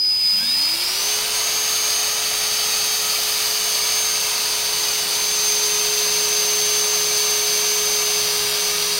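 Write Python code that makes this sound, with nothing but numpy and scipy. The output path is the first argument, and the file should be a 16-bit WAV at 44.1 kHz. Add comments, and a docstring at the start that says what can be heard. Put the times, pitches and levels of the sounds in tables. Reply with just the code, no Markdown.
"""A battery tube cutter soft-starts on a workbench, then runs on while a hand feeds the cutter in.
Its controller sings at the switching rate until fully on. Sines locked to one shaft make the hum, brush tone
and pinion whine; noise makes the gear rattle through housing resonances, the fan rush, a hiss beside the
whine and a rumble on the bench during run-up. Workshop rumble and ventilation hum lie beneath."""
import sys
import numpy as np
from scipy import signal
from scipy.fft import rfft, irfft, next_fast_len
from scipy.io import wavfile
from scipy.ndimage import uniform_filter1d

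SR = 44100
rng = np.random.default_rng(int(sys.argv[2]) if len(sys.argv) > 2 else 0)


def store_wav(level_fs):
    """Save 16-bit WAV to argv[1]."""
    pcm = np.round(np.clip(np.atleast_2d(level_fs), -1, 1) * 32767)
    wavfile.write(sys.argv[1], SR, pcm.T.astype(np.int16))


N = 396459
TIME_S = np.arange(N) / SR

# Switching-tone waver as the hand moves away from the grip: t/s, level/dB
SWITCH_WAVER_DB = [(.09, 2), (.195, -2), (.27, 1), (.38, -1), (.43, -5.5), (.49, -2), (.62, 0), (.748, -.5),
                   (.76, -13), (.83, -0.5)]
# Load as the hand feeds the cutter in: t/s, load/0-1
LOAD = [(1.3, 0), (1.7, .1), (2.2, .16), (3.9, .355), (4.35, .38), (5.3, .72), (6.3, .71), (7.9, .74),
        (8.45, .84), (8.99, 1)]
# Part levels: free-running level/dB, growth/dB per dB of speed, full-load change/dB, bite change/dB
HUM_LAW = (-42, 1.8, -3, 8.4)
BRUSH_LAW = (-38.7, 2.85, -1.5, -3.1)
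SIDE_LAW = (-37, 1.2, 0, 1.5)
THRUM_LAW = (-64.5, .5, 13, 3.5)
RATTLE_LAW = (-25.5, 0.93, 0.43, .5)
AIR_LAW = (-28, 1.5, -.5, 0.8)
# Body resonances swept by the tones: f/Hz, width/Hz, lift/dB
BODY = [(232, 23, 8.5), (415.4, 5.9, 3.5), (870, 95, 19.5), (1600, 110, 16), (5320, 440, 11)]
# Pinion whine, before its speed law: t/s, level/dB
WHINE_DB = [(.55, -29.5), (.62, -25.5), (.69, -33), (.8, -24), (.96, -29.5), (1.04, -23), (1.15, -25.5),
            (1.26, -36), (1.37, -26.5), (1.85, -24), (2.27, -28.5), (2.74, -26.5), (3.4, -31.5),
            (4.06, -24), (4.4, -30.6), (5.0, -26.5), (5.05, -38), (5.1, -30.5), (5.25, -25), (5.48, -22),
            (6.05, -25.5), (6.33, -23), (7.36, -24), (8.15, -24.5), (8.29, -30.5), (8.44, -30), (8.51, -44),
            (8.6, -25.5), (8.8, -31)]
# Octave of the whine, before its speed law: t/s, level/dB
WHINE_OCTAVE_DB = [(1.6, -44.5), (2.1, -50), (3.1, -38), (4.1, -37.5), (5.2, -51), (6.15, -39), (6.6, -50),
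                   (7.4, -37), (8.4, -39.5), (8.9, -52)]
# Weaker motor tones at free speed: order/multiple of shaft rate, level/dB
MOTOR_ORDERS = [(2, -52), (3, -47.5), (9, -45), (13, -48), (16, -43.5), (18, -46), (19, -61), (20, -52),
                (21, -40), (22, -46.5), (27, -63), (28, -45), (31, -54), (35, -51)]
# Second-gear tones at free speed: order/multiple of wheel rate, level/dB
WHEEL_ORDERS = [(22, -47), (44, -56), (66, -47)]
# Rattle swell, added to its law: t/s, level/dB
RATTLE_SWELL_DB = [(1.1, .6), (1.3, -.4), (2.5, -0.2), (3.3, 0.6), (5.12, -0.3), (5.4, 0.1), (8.62, -0.1),
                   (8.78, 0.3), (8.95, -1)]
# Housing resonances, relative: f/Hz, nominal width/Hz, level/dB
HOUSING = [(2330, 205, 2.5), (2630, 430, 4), (3315, 270, 2.5), (3890, 380, 4.5), (4385, 300, 8),
           (4576, 266, 13.5), (4775, 327, 13), (5030, 160, -1), (9040, 540, 5), (9390, 260, -2.5),
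           (13600, 560, -10), (14700, 900, -2)]
# Direct tooth-click spectrum, relative: f/Hz, level/dB
TOOTH_CLICK = [(2000, -33), (2250, 0), (4000, 5.5), (6000, 1), (7500, -2.5), (9600, 0), (10800, -3.5),
               (13000, -3), (16000, -1)]
# Fan-air spectral shape: f/Hz, level/dB
FAN = [(60, -25), (200, -8.5), (320, -13), (450, -9), (540, -4), (720, -0.5), (880, -0.5), (980, 1),
       (1100, -3.5), (1210, 1.5), (1400, -2.5), (2000, -1.5), (4000, -1), (15000, -17.5)]
# Workshop-rumble spectral shape: f/Hz, level/dB
SHOP = [(20, -3.5), (50, -1.5), (90, -5.5), (150, -5), (300, -8), (1000, -11), (4000, -18), (15000, -35)]
# Ventilation hum: f/Hz, level/dB
SHOP_HUM = [(113, -60), (341, -58)]

PINION_TEETH, WHEEL_TEETH, COMMUTATOR_BARS = 15, 35, 7
# Soft start: initial speed, initial slope, easing; fully on, then settling time constant
START_HZ, SPIN_UP_HZ_PER_S, EASE_HZ_PER_S2, FULL_ON_S, SETTLE_S = 72, 390.9, 60.6, 1.019, .103
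FREE_HZ, SAG_HZ = 428.2, 12.4  # turns per second: unloaded speed, loss at full load
BITE_S, BITE_SPREAD_S = 5.42, .3  # cutter enters the tube
SWITCH_HZ, SWITCH_DB, START_DUTY = 4998.6, -17.5, 0.24  # level at half duty, before waver
# Growth in dB per dB of speed; onset of tooth singing in shaft turns per second
WHINE_GROWTH, OCTAVE_GROWTH, SING_HZ, SING_RANGE_HZ = 1.5, 5, 208, 11
# Below this shaft speed, modes under the knee gain this many dB per octave
SOFT_BELOW_HZ, SOFT_RANGE_HZ, SOFT_TILT_DB, SOFT_KNEE_HZ = 350, 30, 6.5, 3800
TOP_HZ = 15750


def undb(db):
    """Decibels to amplitude gain."""
    return 10 ** (np.asarray(db) / 20)


def unit(x):
    """Scale to standard deviation 1."""
    return x / np.std(x)


def level(rows):
    """Straight-line interpolation of (t/s, value) rows."""
    return np.interp(TIME_S, *np.transpose(rows))


def step(x, middle, spread):
    """Smooth 0-1 step through the middle."""
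    return (1 + np.tanh((x - middle) / spread)) / 2


def walk(rate_hz):
    """Random levels at rate_hz, smoothed by two moving averages; spread near 1."""
    hold = int(SR / rate_hz)
    held = np.repeat(rng.standard_normal(N // hold + 1), hold)
    slewed = uniform_filter1d(uniform_filter1d(held, hold), hold)
    return 1.184 * slewed[:N]


def colour(x, points):
    """Filter by (f/Hz, level/dB) points, interpolated over log frequency."""
    size = next_fast_len(N)
    hz, db = np.transpose(points)
    bins_hz = np.maximum(np.arange(size // 2 + 1) * SR / size, 1)
    gain = undb(np.interp(np.log(bins_hz), np.log(hz), db))
    return irfft(rfft(x, size) * gain, size)[:N]


def resonate(x, hz, width_hz):
    """Two cascaded resonators: steep skirts, gain 1 at the centre."""
    b, a = signal.iirpeak(hz, hz / width_hz / np.sqrt(2), fs=SR)
    return signal.lfilter(b, a, signal.lfilter(b, a, x))


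def tone(turns, order, db, drift_db, flutter_db):
    """Sine at a multiple of a rotation; its rms level drifts and flutters."""
    wobble_db = drift_db * walk(1.73) + flutter_db * walk(30)
    phase = 2 * np.pi * (order * turns + rng.random())
    return np.sqrt(2) * undb(db + wobble_db) * np.sin(phase)


def shaft_speed(load):
    """Turns per second: eased soft start, exponential settling to free speed, sag with load."""
    ramp_s = np.minimum(TIME_S, FULL_ON_S)
    ramp_hz = START_HZ + SPIN_UP_HZ_PER_S * ramp_s - EASE_HZ_PER_S2 * ramp_s ** 2
    settling = np.exp(-(TIME_S - ramp_s) / SETTLE_S)
    return FREE_HZ - (FREE_HZ - ramp_hz) * settling - SAG_HZ * load


def speed_db(speed_hz):
    """Shaft speed in dB re free speed."""
    return 20 * np.log10(speed_hz / FREE_HZ)


def follow(law, speed_hz, load, bite):
    """Part level in dB from speed, load and bite."""
    free_db, growth, load_db, bite_db = law
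    return free_db + growth * speed_db(speed_hz) + load_db * load + bite_db * bite


def body_db(hz):
    """Lift of a tone near the body's resonances."""
    return sum(db * np.exp(-((hz - centre_hz) / width_hz) ** 2) for centre_hz, width_hz, db in BODY)


def mesh_db(speed_hz, slow_db, stutter_db):
    """Tooth mesh: nearly mute when slow, grows with speed, stutters during run-up."""
    singing = step(speed_hz, SING_HZ, SING_RANGE_HZ)
    run_up = 1 - step(TIME_S, FULL_ON_S, SETTLE_S)
    stutter = stutter_db * walk(26.4) * run_up
    return WHINE_GROWTH * speed_db(speed_hz) + slow_db * (1 - singing) + stutter


def workshop():
    """Ventilation: coloured-noise rumble plus fixed hum tones."""
    hum = sum(tone(TIME_S, hz, db, drift_db=2.3, flutter_db=3.5) for hz, db in SHOP_HUM)
    rumble = unit(colour(rng.standard_normal(N), SHOP))
    return undb(-46.5) * rumble + hum


def controller(turns, sideband_db, octave_db):
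    """Chopped current sings in the windings, most at half duty; commutator bars add a rising side tone."""
    duty = np.interp(TIME_S, [0, FULL_ON_S], [START_DUTY, 1])
    strength = np.sin(np.pi * duty) * undb(SWITCH_DB + level(SWITCH_WAVER_DB))
    phase = 2 * np.pi * SWITCH_HZ * TIME_S
    side_phase = phase + 2 * np.pi * COMMUTATOR_BARS * turns
    side = undb(sideband_db) * np.exp(-TIME_S / 0.16) * np.sin(side_phase)
    octave = undb(octave_db) * np.sin(2 * phase)
    return np.sqrt(2) * strength * (np.sin(phase) + side + octave)


def motor(turns, speed_hz, load, bite, contact_db, whine_db, octave_db):
    """Unbalance hums once a turn; commutator and pinion teeth whine at higher multiples."""
    wheel_turns = turns * PINION_TEETH / WHEEL_TEETH

    def part_db(law, order):
        """Law level plus body lift at this order."""
        return follow(law, speed_hz, load, bite) + body_db(order * speed_hz)

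    # hum's body lift is read 1 % below its pitch
    out = tone(turns, 1, part_db(HUM_LAW, 0.99), drift_db=0.0, flutter_db=0.67)
    brush_db = part_db(BRUSH_LAW, COMMUTATOR_BARS)
    out += tone(turns, COMMUTATOR_BARS, brush_db, drift_db=1.5, flutter_db=1.5)
    out += tone(turns, PINION_TEETH, whine_db, drift_db=0.25, flutter_db=0.7)
    out += tone(turns, 2 * PINION_TEETH, octave_db, drift_db=3, flutter_db=0.5)
    # off-centre pinion: side tone one order lower
    side_order = PINION_TEETH - 1
    side_db = part_db(SIDE_LAW, side_order) + contact_db
    out += tone(turns, side_order, side_db, drift_db=0.1, flutter_db=1.7)
    # slower second gear thrums once a turn
    thrum_db = follow(THRUM_LAW, speed_hz, load, bite)
    out += tone(wheel_turns, 1, thrum_db, drift_db=1, flutter_db=0.7)
    # weaker tones emerge near full speed
    rise_db = 7 * speed_db(speed_hz)
    for shaft_turns, orders in ((turns, MOTOR_ORDERS), (wheel_turns, WHEEL_ORDERS)):
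        for order, db in orders:
            out += tone(shaft_turns, round(order), db + rise_db, drift_db=2, flutter_db=2.3)
    return out


def gears(turns, speed_hz, rattle_db, scatter_db, throb, flicker_db, drift_db, surge_db):
    """Loose teeth knock unevenly, harder on one side of each turn, and ring the housing."""
    force = undb(scatter_db * walk(900)) * (1 + throb * np.cos(2 * np.pi * turns))
    knocks, clicks = force * rng.standard_normal((2, N))
    soft = 1 - step(speed_hz, SOFT_BELOW_HZ, SOFT_RANGE_HZ)
    ring = 0
    # wandering contact point: each resonance takes a changing share
    for hz, width_hz, db in HOUSING:
        soft_db = soft * SOFT_TILT_DB * max(np.log2(SOFT_KNEE_HZ / hz), 0)
        share_db = flicker_db * walk(45) + drift_db * walk(3.34)
        ring += undb(db + soft_db + share_db) * resonate(knocks, hz, width_hz)
    return undb(rattle_db + surge_db * walk(25)) * (ring + colour(clicks, TOOTH_CLICK))


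def fan(air_db, flutter_db):
    """Cooling air through the vents: coloured noise."""
    air = unit(colour(rng.standard_normal(N), FAN))
    return air * undb(air_db + flutter_db * walk(25))


def surroundings(x, arm_db, room_db, t60_s):
    """Echo off the moving arm ripples the spectrum; the workshop adds a short tail."""
    lag_s = .0017 + 0.0002 * walk(0.684)
    arm = np.interp(TIME_S - lag_s, TIME_S, x)
    age_s = TIME_S[:SR // 2]
    tail = rng.standard_normal(len(age_s)) * undb(-60 * age_s / t60_s) * (age_s > .003)
    room = signal.fftconvolve(x, tail / np.linalg.norm(tail))[:N]
    arm_gain, room_gain = undb(arm_db), undb(room_db)
    mix = x + arm_gain * arm + room_gain * room
    return mix / np.sqrt(1 + arm_gain ** 2 + room_gain ** 2)


def shudder(speed_hz, rocking_hz, width_hz, db):
    """Bench rumble at the rocking resonance, strongest as shaft speed passes 1.27 times its frequency."""
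    nearness = np.exp(-((speed_hz - 1.27 * rocking_hz) / width_hz) ** 2)
    rumble = unit(resonate(rng.standard_normal(N), rocking_hz, width_hz))
    return rumble * undb(db) * nearness


def rasp(whine_db, hz, width_hz, db):
    """Sliding teeth: fixed narrow hiss just under the full-speed whine, following the whine's level."""
    hiss = unit(resonate(rng.standard_normal(N), hz, width_hz))
    return hiss * undb(whine_db + db)


def scene():
    """One shaft and its load drive the tool; both channels are identical."""
    load, bite = level(LOAD), step(TIME_S, BITE_S, BITE_SPREAD_S)
    speed_hz = shaft_speed(load)
    turns = np.cumsum(speed_hz * (1 + 0.00031 * walk(40))) / SR
    contact_db = mesh_db(speed_hz, slow_db=-15, stutter_db=4.0)
    whine_db = level(WHINE_DB) + contact_db
    octave_db = level(WHINE_OCTAVE_DB) + OCTAVE_GROWTH * speed_db(speed_hz)
    tones = controller(turns, sideband_db=-23, octave_db=-30)
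    tones += motor(turns, speed_hz, load, bite, contact_db, whine_db, octave_db)
    rattle_db = follow(RATTLE_LAW, speed_hz, load, bite) + level(RATTLE_SWELL_DB)
    rush = gears(turns, speed_hz, rattle_db, scatter_db=1.2, throb=0.36,
                 flicker_db=1.0, drift_db=.25, surge_db=0.36)
    rush += fan(follow(AIR_LAW, speed_hz, load, bite), flutter_db=0.08)
    rush += rasp(whine_db, hz=6180, width_hz=180, db=-18.5)
    bench = shudder(speed_hz, rocking_hz=185, width_hz=57, db=-48)
    # only the noisy parts get echo and tail
    air = surroundings(rush, arm_db=-14.0, room_db=-10.5, t60_s=0.2)
    mono = tones + air + bench + workshop()
    return np.array([mono, mono])


def record(dry):
    """Recorder's steep elliptic low-pass."""
    lowpass = signal.ellip(12, .1, 80, TOP_HZ, fs=SR, output="sos")
    return signal.sosfilt(lowpass, dry)


dry = scene()
out = record(dry)
store_wav(out)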